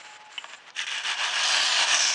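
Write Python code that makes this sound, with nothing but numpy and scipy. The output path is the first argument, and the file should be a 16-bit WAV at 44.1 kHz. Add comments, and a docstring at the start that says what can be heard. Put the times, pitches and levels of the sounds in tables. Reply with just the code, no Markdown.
"""A hunting knife slices a strip off a hand-held sheet of paper in a small, quiet room.
The cut is impulsive excitation: snapping fibres ring the sheet's damped modes, sparse and crackly at
first, then dense, loud and bright. The freed strip adds resonances that sink as it grows longer.
Before the cut, fingers shift on the sheet, the blade touches its edge and a faint thin tone swells
twice; then the blade bites, catches several times and runs on."""
import sys
import numpy as np
from scipy import signal
from scipy.fft import rfft, irfft, next_fast_len
from scipy.io import wavfile
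from scipy.ndimage import map_coordinates

SR = 44100
rng = np.random.default_rng(int(sys.argv[2]) if len(sys.argv) > 2 else 0)


def inscribe(sig):
    """Save sig as 16-bit PCM at rate SR to the path in sys.argv[1].

    A 1-D sig is mono; a 2-D sig holds one channel per row.
    Samples are clipped to [-1, 1] before scaling.
    """
    pcm = np.round(np.clip(np.atleast_2d(sig).T, -1, 1) * 32767)
    wavfile.write(sys.argv[1], SR, pcm.astype(np.int16))


N = 94638
TIME = np.arange(N) / SR
FFT_SIZE = next_fast_len(N + SR // 2)
HZ = np.fft.rfftfreq(FFT_SIZE, 1 / SR)
BITE_S = 0.7686  # the blade has fully entered the paper

# Modes of the sheet and its cut edge, low to high. Each row: frequency in Hz, width in Hz, level in dB.
SWAY_MODES = [(350, 170, -23), (640, 55, 1), (718.5, 59, 5)]
BODY_MODES = [(961, 176, 9), (1150, 108, 10.5)]
RASP_MODES = [(1689, 404, 3.5), (2435, 430, 1), (2908, 380, 4), (3416, 446, 0.5)]
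HISS_MODES = [(3000, 610, 0.7), (4254, 940, 0.17), (4850, 340, -0.49)]
SIZZLE_MODES = [(5640, 740, -3.5), (6250, 370, -4.5), (6740, 240, -11)]
SHEEN_MODES = [(7400, 740, -5), (8160, 750, -5), (9220, 1380, -16.5)]


def cut():
    """Impulsive excitation: breaking fibres ring the sheet, more fully as more paper is freed."""
    # The pace of the cut. Each row: time in seconds, fibres cut per second.
    fibre_rates = [(0.76, 1830), (1.0, 3070), (1.15, 6000), (1.6, 9500), (1.9, 9200), (2.14, 6300)]
    # Treble balance. Each row: time in seconds, then hiss, sizzle and strip in dB relative to the rasp.
    treble = [(0.8, -14, -9, -29), (1.0, -10.5, -11.5, -28), (1.37, -6.5, -7.5, -10),
              (1.455, 0.5, -3.5, -8.5), (1.56, -0.5, -4, -1), (1.7, 1.5, -7.5, -3.5), (1.84, -4, -7, -6.5),
              (1.95, -7.5, -1, -4), (2.005, -3, 4.5, -2.5), (2.1, -1, 6, 2)]
    freed_s, swaying_s = 1.24, 1.53  # the strip comes free; it is long enough to sway fully
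    rasp_db = blade_push()
    hiss_db, sizzle_db, strip_db = curves(treble)
    sheen_db = -11.5 + 0.57 * sizzle_db
    flex_db = 0.3 * np.maximum(rasp_db + 24, 0)  # a hard push flexes the whole sheet
    body_db = np.interp(TIME, [BITE_S, freed_s], [-16.5, -8]) + flex_db
    sway_db = np.interp(TIME, [BITE_S, swaying_s], [-11.5, -5])
    rate, = curves(fibre_rates)
    snaps, jerk_db = tough_fibres(rasp_db, slowness=rate.min() / rate)
    tremor_db = 0.8 * wobble(45.02)  # the hand is never quite steady
    pressure = amp(rasp_db + jerk_db + tremor_db)
    tearing = pressure * crackle(rate, clump_db=0.93)
    # The finest fibres part on their own and only stir the treble.
    hissing = pressure * crackle(rate, clump_db=0.5) + snaps / 3
    fraying = pressure * crackle(rate, clump_db=2.0) + snaps / 3
    tugging = (tearing + snaps / 2) * amp(body_db)
    bend_percent = 1.6 * wobble(11)
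    flicker_db = 1.5 * wobble(21.9)
    voices = [(tearing, RASP_MODES, bend_percent),
              (tugging, BODY_MODES, 2 * bend_percent),
              (tugging * amp(sway_db), SWAY_MODES, bend_percent),
              (hissing * amp(hiss_db), HISS_MODES, bend_percent),
              (fraying * amp(sizzle_db), SIZZLE_MODES, bend_percent),
              (fraying * amp(sheen_db + flicker_db), SHEEN_MODES, bend_percent)]
    sheet = sum(bending_sheet(*voice) for voice in voices)
    # Modes rung by a snap. Each row: frequency in Hz, width in Hz, level in dB.
    crack_modes = [(1980, 280, 1.5), (2810, 500, 0), (6100, 1900, -23)]
    return sheet + ringing(snaps, crack_modes) + pressure * amp(strip_db) * freed_strip()


def blade_push():
    """The driving force sets the cut's level in dB: a quick bite, then a dip at each catch."""
    # The push through the sheet. Each row: time in seconds, rasp level in dB.
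    push = [(0.772, -33), (0.797, -27.5), (0.9, -32.5), (0.99, -30), (1.115, -26), (1.245, -27),
            (1.34, -29), (1.49, -28), (1.545, -26), (1.6, -27.5), (1.75, -27.5), (1.828, -21),
            (1.885, -23.5), (1.948, -21), (2.0, -27), (2.14, -33)]
    # The blade catches. Each row: time in seconds, drop in dB, slowing and recovery times in seconds.
    catches = [(0.864, 17.5, 0.024, 0.002), (1.032, 14, 0.025, 0.0085), (1.163, 13, 0.017, 0.025),
               (1.301, 6.5, 0.025, 0.019), (1.857, 9.5, 0.016, 0.03), (1.987, 6.5, 0.024, 0.0054)]
    push_db, = curves(push)
    bite_db = -20 * np.maximum(BITE_S - TIME, 0) / 0.021
    dips_db = sum(drop * np.exp(-np.abs(TIME - s) / np.where(TIME < s, slowing, recovery))
                  for s, drop, slowing, recovery in catches)
    return push_db + bite_db - dips_db


def tough_fibres(rasp_db, slowness):
    """Fracture under load gives kicks and a jerk in dB: a slow blade loads fully, a fast one glides."""
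    # The toughest fibres give way. Each row: time in seconds, strength in dB.
    fractures = [(0.7816, -18), (0.7906, -14), (0.8014, -14), (0.8124, -15), (0.8154, -16), (0.8414, -24),
                 (0.8674, -16), (0.8874, -16), (0.9104, -18), (0.9474, -18), (0.9662, -18), (0.9874, -18),
                 (1.0545, -16), (1.2554, -12), (1.4554, -8), (1.5454, -7), (1.7984, -9), (1.8254, -9),
                 (1.9434, -7), (2.0038, -10), (2.0507, -8)]
    s, strength_db = np.transpose(fractures)
    lesser_per_s = 55
    lesser = rng.random(N) < lesser_per_s / SR
    lesser_kicks = lesser * amp(rasp_db + 10.5 + rng.standard_normal(N))
    kicks = (impulses(s, amp(strength_db)) + lesser_kicks) * amp(8) * slowness ** 0.7
    toughness = np.interp(strength_db, [-20, -15], [0, 1])
    stalls = impulses(s, toughness) + 0.4 * lesser
    return kicks, stick_slip(stalls, stall_db=9, surge_db=2) * slowness ** 2


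def stick_slip(stalls, stall_db, surge_db):
    """Stick-slip as a level change in dB: the blade stalls on each tough fibre, then lurches on."""
    t = np.arange(-SR // 100, SR // 100) / SR
    stick = -stall_db * np.exp(-(t / 0.005) ** 2)
    slip = surge_db * np.exp(-(t / 0.003) ** 2)
    return signal.fftconvolve(stalls, np.where(t < 0, stick, slip), "same")


def bending_sheet(drive, modes, detune_percent):
    """Bending shifts the natural frequencies: the drive fades between four tunings of the modes."""
    tunings = [-6, -2, 2, 6]
    shares = [np.interp(detune_percent, tunings, row) for row in np.eye(len(tunings))]
    return sum(ringing(drive * share, modes, tuning) for tuning, share in zip(tunings, shares))


def freed_strip():
    """Natural frequency falls with length: fibres ring the growing strip, and its modes sink."""
    # The strip's modes before they sink. Each row: frequency in Hz, width in Hz, level in dB.
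    strip_modes = [(3500, 420, 0.5), (5250, 430, 0.5), (8700, 750, -0.5), (11300, 1050, -1.5)]
    sinks_from_s, octaves_per_s = 1.4, 0.88
    dull_hz = 6900  # the strip radiates little above this
    tuning = 2 ** (-octaves_per_s * np.maximum(TIME - sinks_from_s, 0))
    ring = ringing(crackle(9000, clump_db=1), strip_modes)
    sinking = map_coordinates(ring, [np.cumsum(tuning)])
    return signal.sosfilt(signal.butter(4, dull_hz, fs=SR, output="sos"), sinking)


def blade_touches():
    """Impact: each contact of blade and paper edge excites a damped chirp and a bright click."""
    # The blade chatters onto the edge. Each row: time in seconds, level in dB.
    contacts = [(0.379, -18.5), (0.384, -24), (0.385, -29)]
    # The edge's modes. Each row: frequency in Hz, level in dB, seconds to decay by 60 dB.
    edge_modes = [(990, -8, 0.011), (2190, -1, 0.0091), (2710, -1.5, 0.027), (2955, -0.5, 0.026)]
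    t = TIME[:SR // 8]
    ring = sum(amp(db - 60 * t / t60) * np.sin(2 * np.pi * hz * t) for hz, db, t60 in edge_modes)
    onset = 1 - np.exp(-t / 0.00069)
    s, db = np.transpose(contacts)
    kicks = impulses(s, amp(db))
    click = amp(-9) * ringing(kicks, SIZZLE_MODES + SHEEN_MODES)
    return signal.fftconvolve(kicks, ring * onset)[:N] + click


def sheet_ticks():
    """Buckling: the flexing sheet ticks, ringing the same modes as the cut."""
    # Small buckles. Each row: time in seconds, level in dB, then body and hiss in dB relative to it.
    buckles = [(0.329, -33, -15, 3), (0.443, -16, -0.5, -16), (0.535, -19, -7, -14),
               (0.542, -21.5, -13, -15), (0.5478, -22, -15, -10), (0.704, -26.5, -9, 0.5)]
    s, db, body_db, hiss_db = np.transpose(buckles)
    kick_db = db + 4
    voices = [(0, RASP_MODES), (body_db, BODY_MODES), (body_db - 10, SWAY_MODES),
              (hiss_db, HISS_MODES), (hiss_db - 5.5, SIZZLE_MODES)]
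    return sum(ringing(impulses(s, amp(kick_db + level)), modes) for level, modes in voices)


def handling():
    """Sliding friction: the many tiny slips of soft skin on paper merge into a smooth rustle and hiss."""
    # The sheet shifts; fingertips slide. Each row of both: start and end in seconds, level in dB.
    shifts = [(0.0, 0.014, -44), (0.054, 0.068, -43), (0.09, 0.17, -47.5), (0.205, 0.22, -49.5),
              (0.254, 0.272, -51), (0.303, 0.425, -48.5), (0.445, 0.465, -47), (0.497, 0.514, -44),
              (0.53, 0.545, -43.5), (0.56, 0.665, -53), (0.676, 0.692, -45.5)]
    slides = [(0.0, 0.17, -56), (0.254, 0.262, -63), (0.322, 0.581, -56)]
    # The rustle's spectrum. Each row: frequency in Hz, spectral density in dB.
    rustle_spectrum = [(300, -11.5), (800, -1), (1600, 5.5), (2200, 3.5), (3000, 3.5), (3800, -5.5),
                       (6000, -9), (8000, -16.5), (10000, -27)]
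    # Resonances under a fingertip. Each row: frequency in Hz, width in Hz, level in dB.
    fingertip_modes = [(4080, 420, -7), (5200, 1700, -13), (7280, 800, -2.5), (9100, 660, -22)]
    rustle_db = held(shifts, attack_s=0.044, release_s=0.029)
    slide_db = held(slides, attack_s=0.024, release_s=0.016)
    rustle = unit(filtered(crackle(16000, clump_db=0.8), amp(along(rustle_spectrum, HZ))))
    slide = ringing(crackle(14000, clump_db=1.2), fingertip_modes)
    return rustle * amp(rustle_db) + slide * amp(slide_db)


def room(x):
    """Reflection paths change as the sheet moves, so the sound fades from one echo pattern to the next."""
    moments = np.linspace(0, N / SR, 8)
    shares = [np.interp(TIME, moments, row) for row in np.eye(len(moments))]
    return sum(signal.fftconvolve(x * np.sqrt(share), wall_echo())[:N] for share in shares)


def wall_echo():
    """Reverberation: one diffuse answer of the walls decays exponentially, the treble first."""
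    # The room's decay. Each row: frequency in Hz, reverberation time in seconds.
    decay_times = [(200, 1), (2000, 0.2), (9000, 0.039)]
    hz, t, spectra = signal.stft(rng.standard_normal(SR // 3), SR, nperseg=256)
    decay = amp(-60 * t / along(decay_times, hz)[:, None])
    echo = signal.istft(spectra * decay, SR, nperseg=256)[1]
    return np.pad(echo / np.linalg.norm(echo), (SR // 300, 0))


def background():
    """Ambient noise: a steady broadband hush, with a faint wavering tone at the start."""
    # The tone's swells. Each row: start and end in seconds, level in dB.
    swells = [(0.065, 0.125, -52.5), (0.2, 0.285, -52)]
    # The room's hush. Each row: frequency in Hz, spectral density in dB.
    hush_spectrum = [(25, -30), (80, -14), (130, -9), (400, -6), (850, 5.5), (1500, -6.5), (3000, -3),
                     (6000, -17), (10000, -43.5)]
    tone_db = held(swells, attack_s=0.14, release_s=0.08)
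    tone_hz = 851.5 + 3 * wobble(30)
    tone = np.sqrt(2) * np.sin(2 * np.pi * np.cumsum(tone_hz) / SR)
    hush = unit(filtered(rng.standard_normal(N), amp(along(hush_spectrum, HZ))))
    return amp(tone_db + wobble(43)) * tone + amp(-56.5) * hush


def ringing(drive, modes, detune_percent=0, size=2048):
    """Resonance: a force is convolved with the unit-energy impulse response of heavily damped modes."""
    f = np.fft.rfftfreq(size, 1 / SR) / (1 + detune_percent / 100)
    power = sum(amp(db) ** 2 / (1 + (2 * (f - hz) / width) ** 2) ** 2 for hz, width, db in modes)
    # Minimum phase: folding the cepstrum puts all the ringing after the kick.
    cepstrum = irfft(np.log(unit(np.sqrt(power)) + 1e-6))
    cepstrum[1:size // 2] *= 2
    cepstrum[size // 2 + 1:] = 0
    response = irfft(np.exp(rfft(cepstrum)))
    return signal.oaconvolve(drive, response)[:N]


def crackle(rate, clump_db):
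    """Shot noise of rms 1: random kicks, rate a second, whose sizes swell in clumps."""
    chance = np.clip(rate / SR, 1e-4, 1)
    kicks = (rng.random(N) < chance) * rng.uniform(-0.98, 1, N) / np.sqrt(chance)
    return unit(kicks * amp(clump_db * wobble(400)))


def impulses(times, sizes):
    """Ideal impulses, one sample long."""
    return np.bincount(np.round(np.asarray(times) * SR).astype(int), sizes, N)[:N]


def held(rows, attack_s, release_s):
    """Envelope in dB of events that rise, hold and die away; attack and release each span 20 dB."""
    return np.max([db - 20 * np.maximum(start - TIME, 0) / attack_s
                   - 20 * np.maximum(TIME - end, 0) / release_s for start, end, db in rows], axis=0)


def wobble(rate):
    """Smooth random modulation, rate knots a second."""
    return map_coordinates(rng.standard_normal(int(N * rate / SR) + 4), [TIME * rate])


def curves(rows):
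    """Linear interpolation in time of each column after the first."""
    s, *columns = np.transpose(rows)
    return [np.interp(TIME, s, column) for column in columns]


def along(points, hz):
    """Interpolation of (Hz, value) points on a logarithmic frequency axis."""
    f, values = np.transpose(points)
    return np.interp(np.log(hz + 1), np.log(f), values)


def filtered(x, response):
    """Linear filtering: the spectrum is multiplied by a frequency response."""
    return irfft(rfft(x, FFT_SIZE) * response, FFT_SIZE)[:N]


def amp(db):
    """Decibels to amplitude ratio."""
    return 10 ** (np.asarray(db) / 20)


def unit(x):
    """Normalisation to rms 1."""
    return x / np.sqrt(np.mean(x ** 2) + 1e-20)


def scene():
    """Superposition of paper, echoes and hush; a light sheet radiates almost no bass."""
    paper = cut() + handling() + sheet_ticks() + blade_touches()
    bass_cutoff_hz = 190
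    paper = signal.sosfilt(signal.butter(2, bass_cutoff_hz, "high", fs=SR, output="sos"), paper)
    return (paper + amp(-16) * room(paper) + background())[None]


def record(dry):
    """Band limiting: a steep low-pass removes the highest treble."""
    top_hz = 10350
    return filtered(dry[0], 1 / np.sqrt(1 + (HZ / top_hz) ** 100))[None]


dry = scene()
out = record(dry)
inscribe(out)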